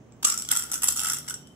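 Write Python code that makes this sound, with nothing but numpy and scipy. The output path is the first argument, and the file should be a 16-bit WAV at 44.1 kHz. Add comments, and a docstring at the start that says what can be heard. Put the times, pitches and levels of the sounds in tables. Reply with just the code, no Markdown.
"""A hand shakes a plastic lattice ball close to the microphone, in a tiled room.
The small sheet-metal bell inside tumbles: its pellet strikes it in quick bursts of contacts, and the bell knocks on the hollow shell.
Fainter chatter fills the gaps between the knocks. Behind it are a low room rumble and a faint drone, like a far engine."""
import sys
import numpy as np
from scipy import signal
from scipy.fft import rfft, irfft, next_fast_len
from scipy.io import wavfile

SR = 44100
rng = np.random.default_rng(int(sys.argv[2]) if len(sys.argv) > 2 else 0)


def dump_mix(stems):
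    """Bounce the given channels to the path in sys.argv[1] as a 16-bit WAV at rate SR."""
    frames = np.atleast_2d(stems).T  # one column per channel
    limited = np.clip(frames, -1, 1)  # hard clip at full scale
    pcm = np.round(limited * 32767).astype(np.int16)
    wavfile.write(sys.argv[1], SR, pcm)


N = 68355

# (s, bell level dB, shell level dB, plastic crack level dB, extra treble of the bell dB, contact length s)
KNOCKS = [(0.1209, -56.0, -59.5, -66.0, -16, 0.0025), (0.2264, -36.0, -44.5, -44.0, 1, 0.0025),
          (0.2295, -31.5, -40.5, -36.0, 1, 0.0039), (0.2444, -14.5, -31.0, -29.0, -5, 0.0095),
          (0.2693, -24.5, -42.0, -44.5, -4, 0.0035), (0.2749, -23.5, -37.5, -42.5, -5, 0.0025),
          (0.2812, -22.0, -38.5, -38.5, -5, 0.0028), (0.2966, -20.0, -40.5, -39.0, -9, 0.0051),
          (0.3222, -23.0, -41.0, -46.0, -7, 0.0021), (0.3408, -28.0, -42.0, -42.5, -2, 0.0021),
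          (0.3756, -23.5, -47.5, -43.5, -5, 0.0017), (0.387, -29.0, -48.5, -45.0, -4, 0.0015),
          (0.3975, -30.5, -46.0, -44.0, -3, 0.002), (0.4211, -27.0, -51.5, -38.5, 0, 0.0015),
          (0.4489, -35.0, -55.5, -48.5, -7, 0.0025), (0.4754, -39.5, -53.5, -54.0, 0, 0.0015),
          (0.4879, -27.5, -41.0, -30.0, 2, 0.0021), (0.507, -32.5, -34.5, -39.5, -2, 0.0016),
          (0.5119, -26.5, -39.5, -28.5, -3, 0.0018), (0.5141, -15.0, -36.0, -30.0, 2, 0.0029),
          (0.5235, -26.0, -28.5, -40.0, 7, 0.0017), (0.529, -30.0, -42.5, -38.5, 0, 0.0046),
          (0.5525, -25.0, -34.0, -41.5, 5, 0.0022), (0.5621, -22.5, -38.5, -32.5, -1, 0.0029),
          (0.5708, -17.5, -45.0, -34.0, 0, 0.0025), (0.5932, -25.0, -46.5, -43.5, 3, 0.0023),
          (0.6215, -29.5, -46.5, -44.5, 3, 0.0019), (0.636, -28.5, -53.0, -48.0, 6, 0.0015),
          (0.7149, -22.5, -41.5, -43.5, -3, 0.0022), (0.7219, -26.0, -43.0, -47.0, 4, 0.0024),
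          (0.733, -26.0, -43.5, -43.0, 0, 0.0026), (0.7397, -21.5, -44.5, -38.5, 0, 0.0022),
          (0.7476, -33.5, -50.0, -48.5, 0, 0.0024), (0.7551, -28.5, -41.0, -50.0, -3, 0.0033),
          (0.7764, -34.0, -52.5, -54.5, -3, 0.0035), (0.8194, -26.5, -37.5, -39.5, 6, 0.002),
          (0.8234, -27.5, -37.5, -36.0, 5, 0.0015), (0.832, -19.0, -31.5, -33.0, 6, 0.0033),
          (0.841, -15.0, -32.0, -30.0, 4, 0.0015), (0.8548, -27.0, -44.5, -41.5, 3, 0.0021),
          (0.8731, -23.0, -50.5, -37.5, 3, 0.0022), (0.8804, -23.5, -42.5, -38.5, 5, 0.003),
          (0.8842, -14.5, -37.0, -32.0, 0, 0.0039), (0.8985, -27.0, -54.5, -47.0, -1, 0.0082),
          (0.9109, -30.0, -52.0, -44.5, 1, 0.0015), (0.9218, -23.0, -51.0, -45.5, 2, 0.0031),
          (0.9589, -29.0, -47.5, -49.0, 0, 0.0025), (0.963, -24.5, -44.5, -42.0, 1, 0.0016),
          (0.9716, -24.5, -46.5, -43.0, -1, 0.0032), (0.9776, -27.0, -51.5, -46.0, -6, 0.0025),
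          (0.986, -29.0, -40.0, -44.0, -5, 0.0021), (0.9933, -21.5, -37.5, -32.0, -2, 0.0017),
          (1.0015, -25.0, -46.0, -37.0, 4, 0.0015), (1.0136, -31.0, -41.0, -41.5, 4, 0.0057),
          (1.0334, -25.0, -36.0, -35.0, 4, 0.0026), (1.044, -25.5, -32.0, -37.5, 3, 0.0059),
          (1.0558, -30.5, -34.5, -38.5, 1, 0.0045), (1.0687, -25.0, -36.5, -38.0, 2, 0.0032),
          (1.075, -27.5, -42.0, -41.5, -1, 0.0025), (1.0846, -27.5, -41.5, -42.0, 4, 0.0027),
          (1.0976, -20.5, -33.0, -35.5, 1, 0.0041), (1.1186, -25.5, -37.5, -42.5, -5, 0.0033),
          (1.1328, -22.5, -38.0, -38.0, -1, 0.0042), (1.1442, -29.0, -45.0, -42.5, 0, 0.002),
          (1.167, -28.0, -43.5, -42.5, -4, 0.002), (1.1844, -30.5, -53.5, -48.5, -1, 0.0029),
          (1.2784, -37.5, -42.0, -46.0, -1, 0.0045), (1.2832, -31.5, -39.0, -43.0, -4, 0.003),
          (1.2965, -27.0, -44.0, -44.5, -4, 0.0024), (1.3056, -29.5, -37.0, -40.5, -3, 0.002),
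          (1.3403, -28.0, -46.5, -45.0, -7, 0.0028), (1.4709, -50.5, -70.0, -57.5, -4, 0.0025)]  # fixed
# (s, level dB of the fine chatter of the tumbling bell)
CHATTER = [(.222, -75), (.25, -31.5), (.34, -29.5), (.37, -41), (.47, -56), (.52, -30), (.6, -29.5), (.69, -40.5), (.76, -37), (.81, -47.5), (.84, -33.5), (.95, -36.5), (1.06, -28.5), (1.15, -30.5), (1.22, -49), (1.25, -44.5), (1.29, -35), (1.37, -63)]
CHATTER_PER_S, CHATTER_SPREAD_DB, CHATTER_BELL_DB, CHATTER_SHELL_DB = 700, 3, -8, -13
# the bell: (Hz, dB, t60 s)
BELL = [(5540, -7, 0.012), (5790, -9, 0.068), (7060, -5.5, 0.015), (7080, -15, 0.026), (7616, -0.5, 0.016), (7720, 1, 0.025), (7670, -17, 0.01636), (9237, -2.5, 0.012), (9953, -5, 0.011), (11037, -5, 0.014), (12020, -7.5, 0.0087), (12600, -16, 0.022), (14430, -11.5, .022), (14700, -17, .012)]
# the plastic shell and the air in it: (Hz, dB, t60 s)
SHELL = [(856, -13.5, 0.013), (1180, -7.5, 0.012), (1341, -1, 0.03), (1421, -2.5, 0.028), (2005, -3.5, 0.0063), (2705, -12, 0.045), (3347, -10, 0.027)]
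# the dry metallic click of a contact: (Hz, dB per Hz)
CLICK = [(100, -23), (1000, -20.5), (3300, -18.5), (4300, -14.5), (5800, 1.5), (8400, -2.5), (10400, -12), (12000, -8), (12900, -11), (15000, -5), (15900, -47)]
BELL_DB, CLICK_DB, SHELL_DB, KNOCK_DB = -1, -8.5, -0.5, -.5
CONTACTS_PER_S, CONTACT_SPREAD_DB, RELEASE_S, RING_S = 7000, 1.5, .0006, 0.0021
LEFT_LAG_S, PORT_ALIKE, BALANCE_DB = 0.0001, 0.44, 0
# (Hz, t60 s)
ROOM = [(200, 0.51), (1400, 0.37), (4000, 0.48), (8000, 0.26), (15000, .36)]
ROOM_DB, WALLS_DB, WALLS_S = -6, -8.5, .024
# (Hz, dB per Hz)
RUMBLE = [(20, -14), (45, -36), (65, -6.5), (120, -3), (240, 1.5), (400, -8), (700, -14), (1500, -23.5), (3000, -31.5), (4500, -39.5), (6500, -29.5), (10000, -49), (15000, -49)]
RUMBLE_DB = -52
# (Hz, left-right likeness)
RUMBLE_ALIKE = [(60, 0.36), (150, 1), (600, .55), (2000, .1)]
# the drone: (s, pitch Hz, level dB of the fundamental, level dB of its octave)
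DRONE = [(0, 58.5, -77, -56.5), (.17, 59.2, -66, -58), (.35, 63.26, -62.5, -64.5), (.65, 65.4, -63, -58.5), (.9, 69.27, -55.5, -63.5), (1.12, 71.4, -59.5, -53), (1.35, 72.5, -67.5, -56), (1.55, 74.9, -67, -62)]
TOP_HZ = 15700  # fixed
# the crack of the plastic: (Hz, dB per Hz)
CRACK = [(60, -14), (250, -10), (500, -14), (1000, -2.5), (2200, -8.5), (3300, 9), (4200, -1.5), (5500, 6), (9000, -8.5), (16000, -8)]
TREBLE_FROM_HZ, ATTACK_S = 8600, 0.00032
CRACK_DB, CHATTER_CRACK_DB = 1, -17
# a faint thin tone, heard as the rattle dies: its pitch, and (s, level dB)
THIN_TONE_HZ = 3070
THIN_TONE = [(1.3, -85), (1.4, -62), (1.55, -65)]
DETUNE = 0.0035  # share by which a mode's pitch differs from knock to knock
ROOM_STEP_S = .12  # fixed
# the fingers cover more or fewer holes and so tune the shell: (s, pitch factor)
GRIP = [(.24, 0.86), (.45, 1.04), (.51, .975), (.73, 1.04), (.84, .96), (1.05, .99), (1.33, 1.105)]
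THIN_TONE_WIDTH_HZ = 30


def amp(db):
    """Decibels to gain."""
    return 10 ** (np.asarray(db) / 20)


def unit(x):
    """x at rms 1."""
    return x / np.sqrt(np.mean(x ** 2) + 1e-20)


def along(points, hz):
    """(Hz, value) points on a log axis."""
    f, v = np.transpose(points)
    return np.interp(np.log(hz + 1), np.log(f + 1), v)


def curves(rows):
    """One value per sample for each column after the time."""
    s, *cols = np.transpose(rows)
    return [np.interp(np.arange(N) / SR, s, c) for c in cols]


def filtered(x, response):
    """x times a complex response of frequency."""
    m = next_fast_len(N + SR // 2)
    return irfft(rfft(x, m) * response(np.fft.rfftfreq(m, 1 / SR)), m)[..., :N]


def ring(modes, size=3072):
    """A body's answer to one contact, with energy 1."""
    t = np.arange(size) / SR
    x = sum(amp(db - 60 * t / t60) / np.sqrt(t60) * np.sin(2 * np.pi * (hz * (1 + DETUNE * rng.standard_normal()) * t + rng.random()))
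            for hz, db, t60 in modes)
    x = x * (1 - np.exp(-t * modes[0][0] * 2))
    return x / np.linalg.norm(x)


def click(spectrum, treble_db=0, size=3072):
    """The causal click of one contact, with energy 1."""
    hz = np.fft.rfftfreq(size, 1 / SR)
    cepstrum = irfft(np.log(amp(along(spectrum, hz) + treble_db * (hz > TREBLE_FROM_HZ))))
    cepstrum[1:size // 2] *= 2
    cepstrum[size // 2 + 1:] = 0
    x = irfft(np.exp(rfft(cepstrum)))
    return x / np.linalg.norm(x)


def contacts(per_s, spread_db, size):
    """Random tiny impacts, heard partly differently by the two microphones."""
    strength = (rng.random(size) < per_s / SR) * amp(spread_db * np.clip(rng.standard_normal(size), -2, 2))
    alike = np.clip(PORT_ALIKE, 0, 1)
    signs = rng.choice([-1, 1], size)
    return strength * (np.sqrt(alike) * signs + np.sqrt(1 - alike) * rng.standard_normal((2, size)))


def excite(force, body):
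    """The body driven by a stereo force, with energy 1 per channel."""
    x = signal.fftconvolve(force, body[None], axes=1)
    return x / np.sqrt(np.sum(x ** 2, axis=1, keepdims=True) + 1e-20)


def knocks(size=1024):
    """Each knock is a short burst of contacts that rings bell and shell; the spot that is struck sets its brightness."""
    out, t, crack = np.zeros((2, N + SR)), np.arange(size) / SR, click(CRACK)
    for s, bell_db, shell_db, crack_db, treble_db, length in KNOCKS:
        press = (1 - np.exp(-t / ATTACK_S)) * np.exp(-np.maximum(t - length, 0) / RELEASE_S)
        force = contacts(CONTACTS_PER_S, CONTACT_SPREAD_DB, size) * press
        bell = ring([(hz, db + treble_db * (hz > TREBLE_FROM_HZ), t60) for hz, db, t60 in BELL])
        metal = amp(BELL_DB) * excite(force, bell) + amp(CLICK_DB) * excite(force, click(CLICK, treble_db))
        shell = ring([(hz * np.interp(s, *np.transpose(GRIP)), db, t60) for hz, db, t60 in SHELL])
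        plastic = amp(shell_db + SHELL_DB) * excite(force, shell) + amp(crack_db + CRACK_DB) * excite(force, crack)
        sound = (amp(bell_db) * metal + plastic) * np.sqrt((abs(length) + RING_S) * SR)
        start = max(round(s * SR), 0)
        out[:, start:start + sound.shape[1]] += sound
    return amp(KNOCK_DB) * out[:, :N]


def chatter():
    """Light, dense contacts while the bell rolls and settles."""
    level_db, = curves(CHATTER)
    force = unit(contacts(CHATTER_PER_S, CHATTER_SPREAD_DB, N)) * amp(level_db)
    metal = amp(CHATTER_BELL_DB) * (amp(BELL_DB) * ring(BELL) + amp(CLICK_DB) * click(CLICK))
    plastic = amp(CHATTER_SHELL_DB) * ring(SHELL) + amp(CHATTER_CRACK_DB) * click(CRACK)
    return signal.fftconvolve(force, (metal + plastic)[None], axes=1)[:, :N]


def room(x):
    """The ball keeps moving, so the room answers each short stretch differently."""
    out, step = np.zeros((2, N + SR)), round(ROOM_STEP_S * SR)
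    for start in range(0, N, step):
        wet = signal.fftconvolve(x[:, start:start + step], echoes(), axes=1)
        out[:, start:start + wet.shape[1]] += wet
    return out[:, :N]


def background():
    """Low room rumble and a faint drone that slowly rises in pitch."""
    turn = lambda hz: np.arccos(np.clip(along(RUMBLE_ALIKE, hz), -1, 1)) / 2
    mid, side = filtered(rng.standard_normal((2, N)), lambda hz: amp(along(RUMBLE, hz)) * [np.cos(turn(hz)), np.sin(turn(hz))])
    pitch_hz, low_db, octave_db = curves(DRONE)
    phase = 2 * np.pi * np.cumsum(pitch_hz) / SR
    drone = np.sqrt(2) * (amp(low_db) * np.sin(phase) + amp(octave_db) * np.sin(2 * phase))
    return (amp(RUMBLE_DB) * unit(np.array([mid + side, mid - side])) + drone) * amp([[-1], [1]])


def thin_tone():
    """A faint, wavering high tone behind the last rattles."""
    level_db, = curves(THIN_TONE)
    band = lambda hz: np.exp(-((hz - THIN_TONE_HZ) / THIN_TONE_WIDTH_HZ) ** 2)
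    return amp(level_db) * unit(filtered(rng.standard_normal((2, N)), band))


def echoes(count=10):
    """Early echoes from floor and walls, then a tail whose treble dies first."""
    hz, t, z = signal.stft(rng.standard_normal((2, SR // 2)), SR, nperseg=256)
    tail = signal.istft(z * amp(-60 * t / along(ROOM, hz)[:, None]), SR, nperseg=256)[1]
    tail *= amp(ROOM_DB) / np.linalg.norm(tail[0])
    for side in tail:
        side[(rng.uniform(.05, 1, count) * WALLS_S * SR).astype(int)] += amp(WALLS_DB) / np.sqrt(count)
    return tail


def scene():
    """The ball, a little to the right, with its room and the background."""
    ball = filtered(knocks() + chatter(), lambda hz: np.exp(1j * np.pi * hz * LEFT_LAG_S * np.array([[-1], [1]])))
    return (ball + room(ball)) * amp([[BALANCE_DB], [-BALANCE_DB]]) + background() + thin_tone()


def record(dry):
    """The recorder keeps nothing above its band limit."""
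    return filtered(dry, lambda hz: hz < TOP_HZ)


dry = scene()
out = record(dry)
dump_mix(out)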